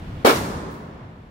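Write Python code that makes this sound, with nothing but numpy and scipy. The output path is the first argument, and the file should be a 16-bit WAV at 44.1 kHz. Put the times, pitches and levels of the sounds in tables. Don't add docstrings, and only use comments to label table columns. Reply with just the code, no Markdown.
import sys
import numpy as np
from scipy import signal
from scipy.io import wavfile
from scipy.ndimage import uniform_filter1d

SR = 44100
rng = np.random.default_rng(int(sys.argv[2]) if len(sys.argv) > 2 else 0)


def transcribe(u):
    v = np.clip(np.atleast_2d(u).T, -1, 1)
    q = np.round(v * 32767).astype(np.int16)
    wavfile.write(sys.argv[1], SR, q)


N = 57330
T = np.arange(N) / SR
SHOT_S, REFLECTION_RISE_S = .2485, .0044


def muzzle_blast():
    right_lag_s, knock_lead_s, low_cut_hz = .00049, .003, 180
    age = T - SHOT_S - np.array([[0], [right_lag_s]])
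    knock = ring(age + knock_lead_s, db=-5, hz=900, t60=.006)
    blast = ring(age, db=17, hz=560, t60=.0085)
    thump = ring(age, db=1.5, hz=255.3, t60=.11)
    low_cut = signal.butter(1, low_cut_hz, "high", fs=SR, output="sos")
    return signal.sosfilt(low_cut, knock + blast + thump + 1e-18)


def shock_snap():
    delay_s, centre_hz, width_octaves = .00086, 3540, 1.4
    age = T - SHOT_S - delay_s
    burst = diffuse(lambda hz: from_db(-11.5) * bell(np.log2(hz / centre_hz) / width_octaves))
    return burst * (age > 0) * fall(age, t60=.0083)


def booth():
    # (frequency [Hz], third-octave level [dB])
    spectrum = [(60, -52), (130, -55), (200, -21.5), (300, -13), (450, -8), (720, -8.5), (1150, -4),
                (1900, -13.5), (3500, -12), (7000, -25), (11000, -23), (15500, -25)]
    # (frequency [Hz], bandwidth [Hz], gain relative to the reflections [dB])
    modes = [(264, 50, -4.5), (426, 120, -3), (464, 45, -4.5), (1590, 32, -6.5), (2252, 58, 3),
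             (2850, 12, -11), (5460, 67, 5.5)]
    age, hold_s = T - SHOT_S, .056
    clatter = diffuse(lambda hz: from_db(at_hz(spectrum, hz)), grain_db=3)
    reflections = clatter * rise(age, REFLECTION_RISE_S) * fall(age - hold_s, t60=.14)
    resonances = sum(
        from_db(db) * signal.lfilter(*signal.iirpeak(hz, hz / width, fs=SR), reflections + 1e-18)
        for hz, width, db in modes)
    return reflections + resonances


def echoes():
    # (time [s], level [dB], centre [Hz], width [octaves], spread [s])
    clusters = [(0.268, -17.5, 9000, 1.2, .005), (.279, -0.5, 389, 0.31, 0.0048),
                (0.366, -24, 2000, 1.77, 0.015), (.385, -23, 57.7, 0.19, .03),
                (.58, -25, 59.7, 0.34, 0.056), (.66, -29, 306, 0.63, 0.056),
                (1.045, -35.5, 127, 0.48, 0.033), (.99, -51.5, 1295, 1.15, 0.11)]
    swells = [(from_db(db) * bell((T - time) / spread), centre, width)
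              for time, db, centre, width, spread in clusters]
    return diffuse(lambda hz: sum(swell * bell(np.log2(hz / centre) / width)
                                  for swell, centre, width in swells))


def hall():
    # (frequency [Hz], third-octave level the decay starts from [dB], t60 [s], build-up [s])
    bands = [(30, -54, 0.87, 0.39), (58.5, -28, 3.5, 0.2), (122, -21, 2.26, 0.067), (231, -16.5, 2.02, 0.2),
             (507, -17.5, 1.895, 0.021), (803, -21.5, 2.13, 0.082), (1019, -16, 1.93, 0.014),
             (1470, -21, 1.89, 0.012), (2160, -26.5, 1.86, 0.05), (2600, -30, 1.66, 0.036),
             (4050, -24, 1.217, 0.025), (7700, -22, 0.91, 0.021), (14900, -18.5, 0.46, 0.013)]
    # (frequency [Hz], third-octave level the decay starts from [dB])
    firing_line = [(100, -35), (400, -19), (1100, -10.5), (3000, -18), (8000, -21.5), (15000, -22)]
    age = T - SHOT_S

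    def envelope(hz):
        db, t60, build_up = (at_hz(bands, hz, column) for column in (1, 2, 3))
        return from_db(db) * fall(age, t60) * rise(age, build_up) ** 2

    far = diffuse(envelope)
    near = diffuse(lambda hz: from_db(at_hz(firing_line, hz)))
    return far + near * rise(age, REFLECTION_RISE_S) * fall(age, t60=.62)


def standing_waves():
    # (frequency [Hz], level the decay starts from [dB], build-up [s], t60 [s])
    modes = [(60, -15, 0.87, 1.4), (162.2, -16.5, 0.098, 1.74), (217.3, -22.5, 0.16, 2.2)]
    age = T - SHOT_S
    return sum(ring(age - rng.random() / hz, db, hz, t60) * rise(age, build_up)
               for hz, db, build_up, t60 in modes)


def spent_case():
    # (frequency [Hz], level [dB])
    modes = [(10270, -55), (11520, -57), (15650, -45)]
    landing_s, blur_hz = .70, 90
    age = T - landing_s
    blur = signal.butter(2, blur_hz, fs=SR, output="sos")
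    ping = np.zeros((2, N))
    for hz, db in modes:
        flutter = rms_one(signal.sosfilt(blur, rng.standard_normal((2, N))))
        ping += from_db(db) * np.sin(2 * np.pi * hz * T) * flutter
    return ping * rise(age, .012) * fall(age, t60=.4)


def rustles():
    # (time [s], level [dB], centre [Hz], width [octaves], rise [s], t60 [s])
    bursts = [(.70, -49.5, 13000, 1, .012, 0.57), (.738, -46, 4632, 0.54, .004, 0.067)]
    return diffuse(lambda hz: sum(
        from_db(db) * bell(np.log2(hz / centre) / width) * rise(T - time, attack) * fall(T - time, t60)
        for time, db, centre, width, attack, t60 in bursts))


def ventilation():
    # (frequency [Hz], third-octave level [dB])
    spectrum = [(25, -53.5), (55, -44.5), (130, -39), (250, -46.5), (500, -52.5), (1000, -52.5),
                (3000, -57), (6000, -68.5), (10000, -72.5), (15000, -74)]
    return diffuse(lambda hz: from_db(at_hz(spectrum, hz)))


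def diffuse(gain_at, grain_db=0):
    # (frequency [Hz], correlation [-1 to 1])
    coherence = [(60, 1), (160, 1), (300, 0.79), (480, 0.68), (750, 0.26), (1270, -0.34), (1900, 0.051),
                 (3300, 0.046), (15000, -0.01)]
    run_in, pan_db = SR // 4, .3
    length = N + run_in
    sides = np.array([[1], [-1]])
    white = rng.standard_normal((2, 2, length))
    grain = np.repeat(rng.standard_normal(length), 16)[:length]
    white *= from_db(grain_db * grain)
    field = np.zeros((2, N))
    for k, hz in enumerate(25 * 2 ** (np.arange(29) / 3)):
        band = signal.butter(2, [hz / 2 ** (1 / 6), hz * 2 ** (1 / 6)], "band", fs=SR, output="sos")
        mid, side = (rms_one(noise[run_in:]) for noise in signal.sosfilt(band, white[k % 2]))
        alike = np.clip(at_hz(coherence, hz), -.999, .999)
        pair = np.sqrt((1 + alike) / 2) * mid + np.sqrt((1 - alike) / 2) * side * sides
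        pan = from_db(-pan_db * (.5 - alike) * sides)
        field += gain_at(hz) * pair * pan
    return field


def ring(age, db, hz, t60):
    return from_db(db) * np.sin(2 * np.pi * hz * np.maximum(age, 0)) * fall(age, t60)


def rise(age, length):
    return np.sin(np.pi / 2 * np.clip(age / length, 0, 1)) ** 2


def fall(age, t60):
    return np.exp(-np.log(1000) * np.maximum(age, 0) / t60)


def bell(x):
    return np.exp(-.5 * x ** 2)


def at_hz(rows, hz, column=1):
    rows = np.array(rows)
    return np.interp(np.log(hz), np.log(rows[:, 0]), rows[:, column])


def from_db(db):
    return 10 ** (np.asarray(db) / 20)


def rms_one(x):
    return x / np.sqrt(np.mean(x ** 2) + 1e-20)


def scene():
    shot = muzzle_blast() + shock_snap() + booth()
    return shot + echoes() + hall() + standing_waves() + spent_case() + rustles() + ventilation()


def record(dry):
    threshold_db, window_s, recovery_db_per_s = -8, .014, 3.5
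    ceiling, cutoff_hz = .95, 15800
    power = uniform_filter1d(np.mean(dry ** 2, axis=0), int(window_s * SR))
    over_db = np.maximum(10 * np.log10(np.maximum(power, 1e-12)) - threshold_db, 0)
    recovery_db = recovery_db_per_s * T
    duck_db = np.maximum.accumulate(over_db + recovery_db) - recovery_db
    ducked = dry * from_db(-duck_db)
    rounded = ducked / (1 + (ducked / ceiling) ** 4) ** .25
    low_pass = signal.ellip(12, .1, 80, cutoff_hz, fs=SR, output="sos")
    return signal.sosfilt(low_pass, rounded)


dry = scene()
out = record(dry)
transcribe(out)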